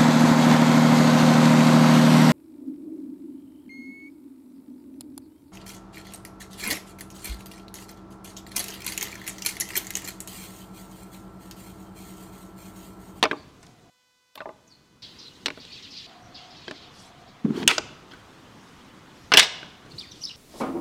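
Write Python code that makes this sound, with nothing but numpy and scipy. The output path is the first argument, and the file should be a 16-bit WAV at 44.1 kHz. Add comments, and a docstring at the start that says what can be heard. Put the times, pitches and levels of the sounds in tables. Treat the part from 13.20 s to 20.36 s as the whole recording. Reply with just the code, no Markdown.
"""Planed boards and panels are knocked down onto a stack in a walled yard. Each impact excites the damped
modes of the board and the pile; loose boards rattle, one panel scrapes, and the walls reverberate.
Sparrows whistle nearby, calls from farther off scatter in foliage, and gusts thump the microphone.
Behind them lie far rumble, rustle, bird chatter, leaf hiss, a fuzzy drone and a faint steady buzz."""
import sys
import numpy as np
from scipy import signal
from scipy.io import wavfile
from scipy.ndimage import uniform_filter1d

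SR = 44100
rng = np.random.default_rng(int(sys.argv[2]) if len(sys.argv) > 2 else 0)


def to_wav(sig):
    """Store sig (one row per channel, or 1-D mono) as 16-bit WAV at the path in sys.argv[1].

    Samples outside -1..1 are clipped; the rate is SR.
    """
    pcm = np.clip(np.atleast_2d(sig), -1, 1) * 32767
    pcm = np.round(pcm).astype(np.int16)
    wavfile.write(sys.argv[1], SR, pcm.T)  # frames by channels


N = 315756

# Modes of a board, a hollow panel and the pile: pitch_hz, relative_db, unscaled_t60_s
BOARD_MODES = [(1340, 8, 0.022), (1576, 1.5, 0.077), (1670, 1, 0.014), (1940, 0, 0.038), (2140, -1.5, .05),
               (2360, -9, 0.0087), (2633, 4.5, 0.035), (2620, -3.5, 0.0086), (3120, 5.5, 0.03),
               (3555, 3.5, 0.023), (3850, 3, 0.032), (4026, 0.5, 0.041), (4460, 1.5, 0.018),
               (4840, 4, 0.033), (5487, 0.5, 0.028), (5900, -8, 0.018), (7620, -3, 0.048)]
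PANEL_MODES = [(627, 3, 0.067), (739, -8.5, 0.042), (841, -6, 0.11), (932, 0.5, 0.051), (1041, 0.5, .06),
               (1173, 0.5, 0.076)]
STACK_MODES = [(157, -17, 0.037), (202, -19.5, 0.056), (276.7, 8, 0.17), (356, -6, 0.031), (376.4, 8, 0.18),
               (455, 11.5, 0.12)]
# Impacts: start_s, clack_peak_db, centre_hz, hollow_db, thud_db, crack_db, contact_decay_s
KNOCKS = [(0.0279, -2.5, 2760, -9, -22, -16.5, 0.004), (0.0375, -4.5, 2280, -12.5, -16, -14.5, 0.0037),
          (0.0456, -18.5, 1320, -14.5, -14.5, -54, 0.01), (0.054, -12.5, 1480, -1.5, -21.5, -41, 0.0024),
          (.1126, -13, 1410, -12, -8.5, -49.5, 0.0031), (0.1299, -30.5, 1330, 8.5, 5, -21, 0.0034),
          (0.4291, -46, 1630, -4, -6, 4.5, 0.015), (0.4656, -44, 3580, -15, -25, 0, .006),
          (1.1557, -26.5, 2600, -17, -45, -16, 0.0022), (1.176, -34.5, 2380, -0.5, -28, -16, 0.0092),
          (1.205, -26, 1330, -3.5, -26, -43, 0.0029), (1.2156, -36.5, 1400, 9, -26, -33, .0031),
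          (1.257, -35.5, 1400, 10.5, 0, -34.5, .0016), (1.291, -33, 1300, 2, -11, -33, 0.00079),
          (2.2591, -10, 3300, -16.5, -18, -51, 0.0046), (2.2832, -13.5, 2900, -11, -26, -36, 0.002),
          (2.3033, -22, 1520, -9, -16.5, -24, 0.0034), (2.375, -36, 1340, 0, -3.5, -23, 0.0032),
          (2.4505, -35, 3950, -14, -11, -14, .0045), (3.48, -23, 2450, -12, -10, -34, 0.0038),
          (3.5108, -25.5, 1570, -0.5, -11, -12, 0.0032), (4.4291, -24, 2200, -10.5, -10, -17.5, .002),
          (4.4768, 1.5, 3130, -31, -32, -0.8, 0.0064), (4.5122, -11, 1650, -36.5, -15.5, -23.5, 0.0067),
          (4.5811, -6.5, 3170, -10.5, -22, -42, 0.0034), (4.9125, -35, 2490, -12, -40.5, -20, 0.0094),
          (4.9349, -35.5, 1565, -9, -22, -13.5, 0.0081), (6.119, -4, 2020, -30, -22, -24, 0.0066),
          (6.1375, -.5, 3760, -13.5, -19.5, -37, 0.0045), (6.1456, -5.5, 1500, -39, -37, -38, 0.0072),
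          (6.1608, -14.5, 2850, -20, -26, -16, 0.0069), (6.172, 8.5, 3800, -23, -37, -29, 0.0047),
          (6.1947, -1, 3170, -31.5, -45, -1.5, 0.0084), (6.2244, -11, 3020, -29, -39, -28, 0.0024),
          (6.4297, -29.5, 1327, -6, -29, -51.5, 0.0024), (6.6615, -47, 1730, -9, 1, -6, .002)]
def knock(db, centre_hz, hollow_db, thud_db, crack_db, contact_decay_s, decay_scale):
    """Impact excitation: a dying burst of tiny contacts rings board and pile, relative to the clack."""
    t = np.arange(3000) / SR
    grit, size = rng.standard_normal((2, len(t)))
    pressure = np.minimum(t / .0005, 1) * np.exp(-t / contact_decay_s)
    contacts = grit * gain_of(7.7 * size) * pressure
    contacts[8:14] += gain_of(9) * np.hanning(8)[1:-1]  # the first touch is the hardest
    push = np.exp(-t / .0007) * (1 + .36 * grit)  # low modes feel the blow as one push
    clack = signal.fftconvolve(contacts, ring(BOARD_MODES, .32 * decay_scale, centre_hz))
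    hollow = signal.fftconvolve(push, ring(PANEL_MODES, .99 * decay_scale, spread=.023, count=2))
    thud = signal.fftconvolve(push, ring(STACK_MODES, .85))
    sound = peaked(clack) + gain_of(hollow_db) * peaked(hollow) + gain_of(thud_db) * peaked(thud)
    sound[:len(t)] += gain_of(crack_db) * peaked(crack(grit * pressure ** 2))
    return gain_of(db) * sound

def ring(modes, decay_scale, centre_hz=None, octaves=1.27, spread=.065, count=6):
    """Modal superposition: clusters of damped sines, weighted by where the blow lands."""
    hz, db, t60 = np.transpose(modes * count)[:, :, None]
    t = np.arange(3600) / SR
    place, detune, side = rng.standard_normal((3, len(hz), 1))
    if centre_hz:  # the contact favours modes near its centre
        db = db - 10.2 * (np.log2(hz / centre_hz) / octaves) ** 2
    decay = gain_of(db + 2.8 * place - 60 * t / (t60 * decay_scale))
    return (decay * np.sign(side) * np.sin(2 * np.pi * hz * (1 + spread * detune) * t)).sum(0)

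def crack(contacts):
    """Direct radiation: the bright edge of a contact travels straight through the air."""
    return butterworth(contacts, 2, [4400, 8600], "bandpass")

# Loose boards: start_s, end_s, first_db, last_db, centre_hz, relative_grit_db
RATTLES = [(4.487, 4.518, -21.5, -20.5, 2230, -15.5), (4.52, 4.59, -30, -45.5, 2880, -10.5),
           (6.174, 6.202, -11.5, -12, 2820, -8.5), (6.202, 6.224, -28, -21, 3000, -12),
           (6.226, 6.291, -16.5, -51, 3200, -26)]
def rattle(start, end, first_db, last_db, centre_hz, grit_db):
    """Random excitation: dense uneven contacts keep the modes ringing while boards settle."""
    db = np.linspace(first_db, last_db, round((end - start) * SR))
    grit, size = rng.standard_normal((2, 4, 6000))
    contacts = grit * gain_of(2.3 * size)
    steady = slice(1000, len(db) + 1000)
    board = sum(signal.fftconvolve(c, ring(BOARD_MODES, .21, centre_hz, octaves=.99)) for c in contacts)
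    hollow = signal.fftconvolve(contacts[0], ring(PANEL_MODES, .6))
    sound = unit_rms(board[steady]) + gain_of(-15) * unit_rms(hollow[steady])
    sound += gain_of(grit_db) * unit_rms(crack(contacts[0])[:len(db)])
    return gain_of(db) * sound * signal.windows.tukey(len(db), .08)

def landing_hiss():
    """Exponential decay: a thin hiss dies away as one panel lands."""
    hiss = noise([(6000, -26), (9000, -5), (14000, 3.5), (16500, -8)], 1.5)
    return hiss * envelope([[(1.154, -47), (1.204, -103)]])

# A panel sliding over the pile: time_s, level_db
SCRAPE = [(4.262, -69), (4.33, -55), (4.37, -42.5), (4.442, -42.5)]
def scrape_gains():
    """Sliding friction: rising gains for the low, middle and high noise of the scrape."""
    return gain_of([1.5, -3, -10.5])[:, None] * envelope([SCRAPE])

# Echo of the yard: frequency_hz, t60_s, relative_db
YARD_BANDS = [(201, 0.26, 3.5), (705.6, 0.95, -0.5), (2000, 0.62, -1), (3980, 0.76, -2), (7980, 0.41, 1),
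              (10900, 0.11, 1.5), (15000, .15, -6)]
def yard(x):
    """Reverberation: sparse reflections from walls and ground die away at each band's own rate."""
    taps = np.zeros(SR)
    arrivals = np.arange(700, SR - 20, 20) + rng.integers(0, 20, (SR - 701) // 20)
    taps[arrivals] = rng.choice([-1., 1.], arrivals.shape)
    hz, t, spectra = signal.stft(taps, SR, nperseg=256)
    t60, db = (at_hz(np.array(YARD_BANDS)[:, [0, k]], hz)[:, None] for k in (1, 2))
    tail = signal.istft(spectra * gain_of(db - 60 * t / t60), SR, nperseg=256)[1]
    return signal.fftconvolve(x, tail / np.linalg.norm(tail))[:N]

# Near sparrows: start_s, unclipped_length_s, top_pitch_level_db, first_hz, middle_hz, last_hz
CHIRPS = [(.16, .08, -60, 4700, 4570, 4300), (1.47, .05, -62, 7000, 5800, 5370),
          (1.5, .065, -57.5, 4900, 4320, 4300), (2.05, 0.042, -48.5, 3910, 4020, 3900),
          (2.14, 0.046, -61, 3850, 4000, 3930), (3.01, 0.078, -66.5, 6100, 5780, 5900),
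          (3.72, 0.21, -64, 3480, 3350, 3450), (6.709, 0.022, -48, 4730, 4260, 4680),
          (6.779, 0.025, -34.5, 3420, 4660, 4370), (6.799, .008, -35, 4330, 3700, 3200),
          (6.805, .022, -44.5, 3540, 3530, 2860), (6.826, 0.044, -48, 2800, 2015, 1890),
          (6.912, 0.0226, -46, 6300, 5550, 5400), (6.915, 0.0205, -49.5, 4270, 3400, 3200),
          (7.008, 0.031, -43.5, 5360, 5750, 6130), (7.012, 0.023, -53.5, 2840, 2960, 3130),
          (7.034, 0.0235, -31, 4320, 5230, 5380), (7.055, 0.017, -34, 5320, 4290, 3220),
          (7.069, 0.029, -40.5, 3380, 3950, 3500), (7.092, 0.034, -43, 3090, 2860, 3100)]
def chirp(length, db, *pitch_hz):
    """Frequency and amplitude modulation make a gliding whistle hoarse and fluttering."""
    progress = np.arange(0, 1, 1 / (SR * np.clip(length, .01, .17)))
    glide = np.polyval(np.polyfit([0, .5, 1], pitch_hz, deg=2), progress)
    phase = 2 * np.pi * np.cumsum(glide * (1 + .04 * wander(len(glide), 25))) / SR
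    tone = np.sin(phase) + gain_of(-24.5) * np.sin(2 * phase) + gain_of(-34) * np.sin(3 * phase)
    flutter_db = 4.5 * wander(len(glide), 60)
    pitch_db = 17 * np.log2(glide / glide.max())  # loudest at the top pitch
    return np.sqrt(2) * gain_of(db + pitch_db + flutter_db) * tone * signal.windows.tukey(len(tone), .35)

# Birds farther off: start_s, peak_db, whistle_length_s
FAR_CALLS = [(1.8186, -32.5, 0.05), (1.879, -44, 0.044), (1.982, -35.5, 0.053), (2.017, -38.5, .067),
             (2.399, -38, 0.047), (2.517, -34, 0.041), (2.623, -36.5, 0.04), (2.7006, -36, 0.14),
             (2.763, -31.5, 0.05), (3.142, -34, 0.043), (3.3, -42.5, 0.07), (3.358, -39.5, 0.063),
             (3.55, -40, 0.052), (3.614, -42, 0.042), (4.074, -50, 0.055)]
def far_call(db, length, first_hz=4950, last_hz=3240):
    """Multiple scattering: foliage blurs a rough falling whistle into staggered copies."""
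    progress = np.arange(0, 1, 1 / (SR * length))
    glide = last_hz + (first_hz - last_hz) * (1 - progress) ** 1.5
    hz = glide * (1 + .13 * wander(len(glide), 30))
    call = np.sin(2 * np.pi * np.cumsum(hz) / SR) * np.minimum(progress / .046, 1) * (1 - progress)
    t = np.arange(3000) / SR
    scatter = rng.standard_normal(len(t)) * np.exp(-t / .025) * (rng.random(len(t)) < .2)
    return gain_of(db) * peaked(signal.fftconvolve(call, scatter))

# Thumps of wind: start_s, unfiltered_peak_db, pitch_hz
GUSTS = [(4.247, -11.5, 206), (4.258, -18, 340), (4.301, -13.5, 214), (4.375, -16.5, 315),
         (6.736, -35, 123)]
def gust(db, hz, cycles=1.9):
    """Pressure pulse: air thumps the microphone with soft low cycles and a little puff."""
    turns = np.arange(0, cycles / hz, 1 / SR) * hz
    puff = unit_rms(butterworth(rng.standard_normal(3000), 2, [500, 1400], "bandpass"))
    swell = abs(np.sin(np.pi * turns / cycles)) ** .62
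    return gain_of(db) * swell * (np.sin(2 * np.pi * turns) + gain_of(-27.5) * puff[:len(turns)])

# Wind between the thumps: start_s, end_s, level_db
BUFFETS = [(4.245, 4.48, -30.5)]
# Its spectrum: frequency_hz, relative_db
BUFFET_SPECTRUM = [(60, -46), (150, -3.5), (230, 2), (370, -1.5), (520, -27), (900, -75)]
def buffeting():
    """Turbulence: wind makes a short stretch of low noise."""
    return noise(BUFFET_SPECTRUM, .83) * gated(BUFFETS)

# Leaves stirring: start_s, end_s, top_db
STIRS = [(.38, .55, -65), (3.71, 3.92, -55), (3.97, 4.047, -67), (5.25, 5.754, -65.5), (5.896, 6.156, -61),
         (6.74, 6.854, -53.5), (6.877, 7.16, -58.5)]
# Their spectrum: frequency_hz, relative_db
STIR_SPECTRUM = [(1500, -34), (3000, -6.5), (5500, 1), (8500, -8), (12000, -15.5), (14000, -29),
                 (16500, -50)]
def stirring_leaves():
    """Amplitude modulation: the hiss swells and settles in half-sine arches."""
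    t = np.arange(N) / SR
    swell = sum(gain_of(db) * np.sin(np.pi * np.clip((t - start) / (end - start), 0, 1))
                for start, end, db in STIRS)
    return swell * noise(STIR_SPECTRUM, 3.4, 20.5, 4.2)

# A far drone: start_s, end_s, level_db
DRONES = [(.39, .7, -63), (2.866, 3.36, -55), (3.49, 3.7, -58.5), (3.8, 4.24, -58)]
def drone(pitch_hz=719, width_hz=41):
    """Narrow-band noise is heard as a fuzzy pitch."""
    band = [(pitch_hz + k * width_hz, db) for k, db in [(-3, -60), (-1, -6), (0, 0), (1, -6), (3, -60)]]
    return noise(band, 1.1) * gated(DRONES)

# Spans of steady or fading background, with the echo and ring of their knocks:
# start_s, rumble_db, rustle_db, chatter_db, leaves_db, drift_db_per_s, echo_db, decay_scale
SPANS = [(0, -51.5, -59.5, -65, -65.5, -8, -31.5, 1.15), (0.699, -81, -78, -77, -74.5, -5, -30, 0.9),
         (1.152, -59, -65.5, -71, -71, -5, -34.5, 1.38), (1.822, -54, -60, -67, -65, -1, -31, 0.74),
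         (2.866, -54, -55.5, -65.5, -70, 0, -34, 0.8), (4.241, -49, -52.5, -61.5, -66, -3.7, -23.5, .8),
         (4.88, -51.5, -54, -61, -66, -0.46, -22.5, 1.1), (6.7, -50.5, -57.5, -55, -63, -6, -25, 1.01)]
def span_at(t):
    """Step function: each span's settings hold until the next begins."""
    spans = np.array(SPANS)
    return spans[np.searchsorted(spans[:, 0], t, "right") - 1].T

# Spectra of far rumble, rustle, bird chatter and leaf hiss: frequency_hz, relative_db
RUMBLE = [(12, -43.5), (20, -19.5), (103, 0), (140, 1), (173, 0), (338, -2), (380, -7.5), (483, -9),
          (700, -20), (910, -37), (1540, -120)]
RUSTLE = [(210, -26), (350, -22.5), (382, -8.5), (707, -1.5), (1080, 0.5), (1840, -5.5), (3500, -15),
          (4550, -46), (7700, -120)]
CHATTER = [(1060, -35), (1800, -12.5), (1880, -11), (2980, -3), (3400, -1.5), (4260, -4), (5710, -13.5),
           (6470, -15), (8000, -26), (10400, -60), (17600, -120)]
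LEAF_HISS = [(2650, -38), (4500, -7), (6340, -4), (12600, -16.5), (14900, -17), (16100, -23),
             (16500, -44.5)]
# Two swells of far birds, each a curve: time_s, level_db
CHATTER_SWELLS = [
    [(1.822, -47.5), (1.88, -54.5), (2.24, -59), (2.38, -55), (2.584, -46), (2.704, -51.5), (2.866, -45.5)],
    [(2.89, -54), (2.916, -57), (3.044, -71), (3.194, -49.5), (3.328, -56.5), (3.476, -49.5), (3.77, -58.5),
     (4.082, -63), (4.24, -66)],
]
def ambience_and_scrape():
    """Incoherent sources add in power: bird swells and the scrape lift bands of the background noise."""
    layers = np.array([noise(RUMBLE, 1.8), noise(RUSTLE, 1),
                       noise(CHATTER, 3.6, 5.4, 4.3), noise(LEAF_HISS, 1.3, 27, 5.2)])
    t = np.arange(N) / SR
    start, *layer_db, drift, _, _ = span_at(t)
    gains = uniform_filter1d(gain_of(np.array(layer_db) + drift * (t - start)), size=100, axis=1)
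    gains[2] = np.hypot(gains[2], envelope(CHATTER_SWELLS))
    gains[1:] = np.hypot(gains[1:], scrape_gains())
    return (layers * gains).sum(0)

# Spectral envelope of the buzz: frequency_hz, harmonic_rms_db
BUZZ_SPECTRUM = [(400, -83.5), (1000, -77), (4000, -78.5), (6000, -83), (8500, -90.5), (10000, -99),
                 (12500, -94.5), (15500, -105)]
def buzz(pitch_hz=500.05):
    """Harmonic series: steady partials fuse into one faint buzz."""
    t = np.arange(N) / SR
    return sum(np.sqrt(2) * gain_of(at_hz(BUZZ_SPECTRUM, hz)) * np.cos(2 * np.pi * hz * t)
               for hz in pitch_hz * np.arange(1, 32))

def noise(spectrum, patchy_db, patch_bins=8, patch_frames=12):
    """Spectral shaping: noise of rms 1 with drifting louder patches."""
    hz = np.fft.rfftfreq(1024, 1 / SR)
    real, imag, patches = rng.standard_normal((N // 256 + 5, len(hz), 3)).T
    patches = uniform_filter1d(patches, int(patch_bins), axis=0)
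    patches = unit_rms(uniform_filter1d(patches, int(patch_frames), axis=1))
    spectra = (real + 1j * imag) * gain_of(at_hz(spectrum, hz)[:, None] + patchy_db * patches)
    return unit_rms(signal.istft(spectra, nperseg=1024, noverlap=768)[1][:N])

def wander(length, span):
    """Moving averages turn noise into a slow fluctuation of rms near 1."""
    return unit_rms(uniform_filter1d(uniform_filter1d(rng.standard_normal(8000), span), span))[:length]

def envelope(curves):
    """Gain over time from curves of (time_s, level_db), silent between them."""
    t, gain = np.arange(N) / SR, np.zeros(N)
    for times, db in map(np.transpose, curves):
        inside = (t >= times[0]) & (t <= times[-1])
        gain[inside] = gain_of(np.interp(t[inside], times, db))
    return uniform_filter1d(gain, size=100)

def gated(rows):
    """Gain held steady from each start to its end."""
    return envelope([[(start, db), (end, db)] for start, end, db in rows])

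def butterworth(x, order, edges_hz, kind):
    """Filters with a flat passband."""
    return signal.sosfilt(signal.butter(order, edges_hz, kind, fs=SR, output="sos"), x)

def at_hz(points, hz):
    """Interpolates on a log-frequency axis."""
    known_hz, values = np.transpose(points)
    return np.interp(np.log(hz + 1), np.log(known_hz + 1), values)

def gain_of(db):
    """Decibels to gain."""
    return 10 ** (np.asarray(db) / 20)

def unit_rms(x):
    """Scales to rms 1."""
    return x / np.sqrt(np.mean(x ** 2) + 1e-20)

def peaked(x):
    """Scales to peak 1."""
    return x / (abs(x).max() + 1e-12)

def add(mix, start, sound):
    """Mixes a sound in at its start time."""
    part = mix[round(start * SR):][:len(sound)]
    part += sound[:len(part)]

def scene():
    """Superposition: boards and birds with the yard's echo, over wind and background."""
    boards, to_yard, rattles, birds, wind = np.zeros((5, N))
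    for start, db, *blow in KNOCKS:
        echo_db, decay_scale = span_at(start)[-2:]
        sound = knock(db, *blow, decay_scale)
        add(boards, start - .0003, sound)
        add(to_yard, start, gain_of(echo_db - .3 * db) * sound)  # echo stands out behind soft knocks
    for mix, source, rows in (birds, far_call, FAR_CALLS), (wind, gust, GUSTS), (birds, chirp, CHIRPS):
        for start, *settings in rows:
            add(mix, start, source(*settings))
    for start, *settings in RATTLES:
        add(rattles, start, rattle(start, *settings))
    echo = yard(to_yard + gain_of(-19.5) * rattles + gain_of(-13) * birds)
    near = butterworth(boards + rattles + wind + echo, 4, 135, "highpass")
    mix = near + landing_hiss() + birds + ambience_and_scrape()
    return (mix + stirring_leaves() + drone() + buffeting())[None]

def record(dry):
    """Saturation and band limiting: the buzz joins, peaks are rounded and the top treble is cut."""
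    x, ceiling, edge_hz = dry + buzz(), .85, 16050
    rounded = x / (1 + abs(x / ceiling) ** 4) ** (1 / 4)
    lowpass = signal.firwin(511, edge_hz, window=("kaiser", 9), fs=SR)
    return signal.oaconvolve(rounded, lowpass[None], "same")

dry = scene()
out = record(dry)
to_wav(out)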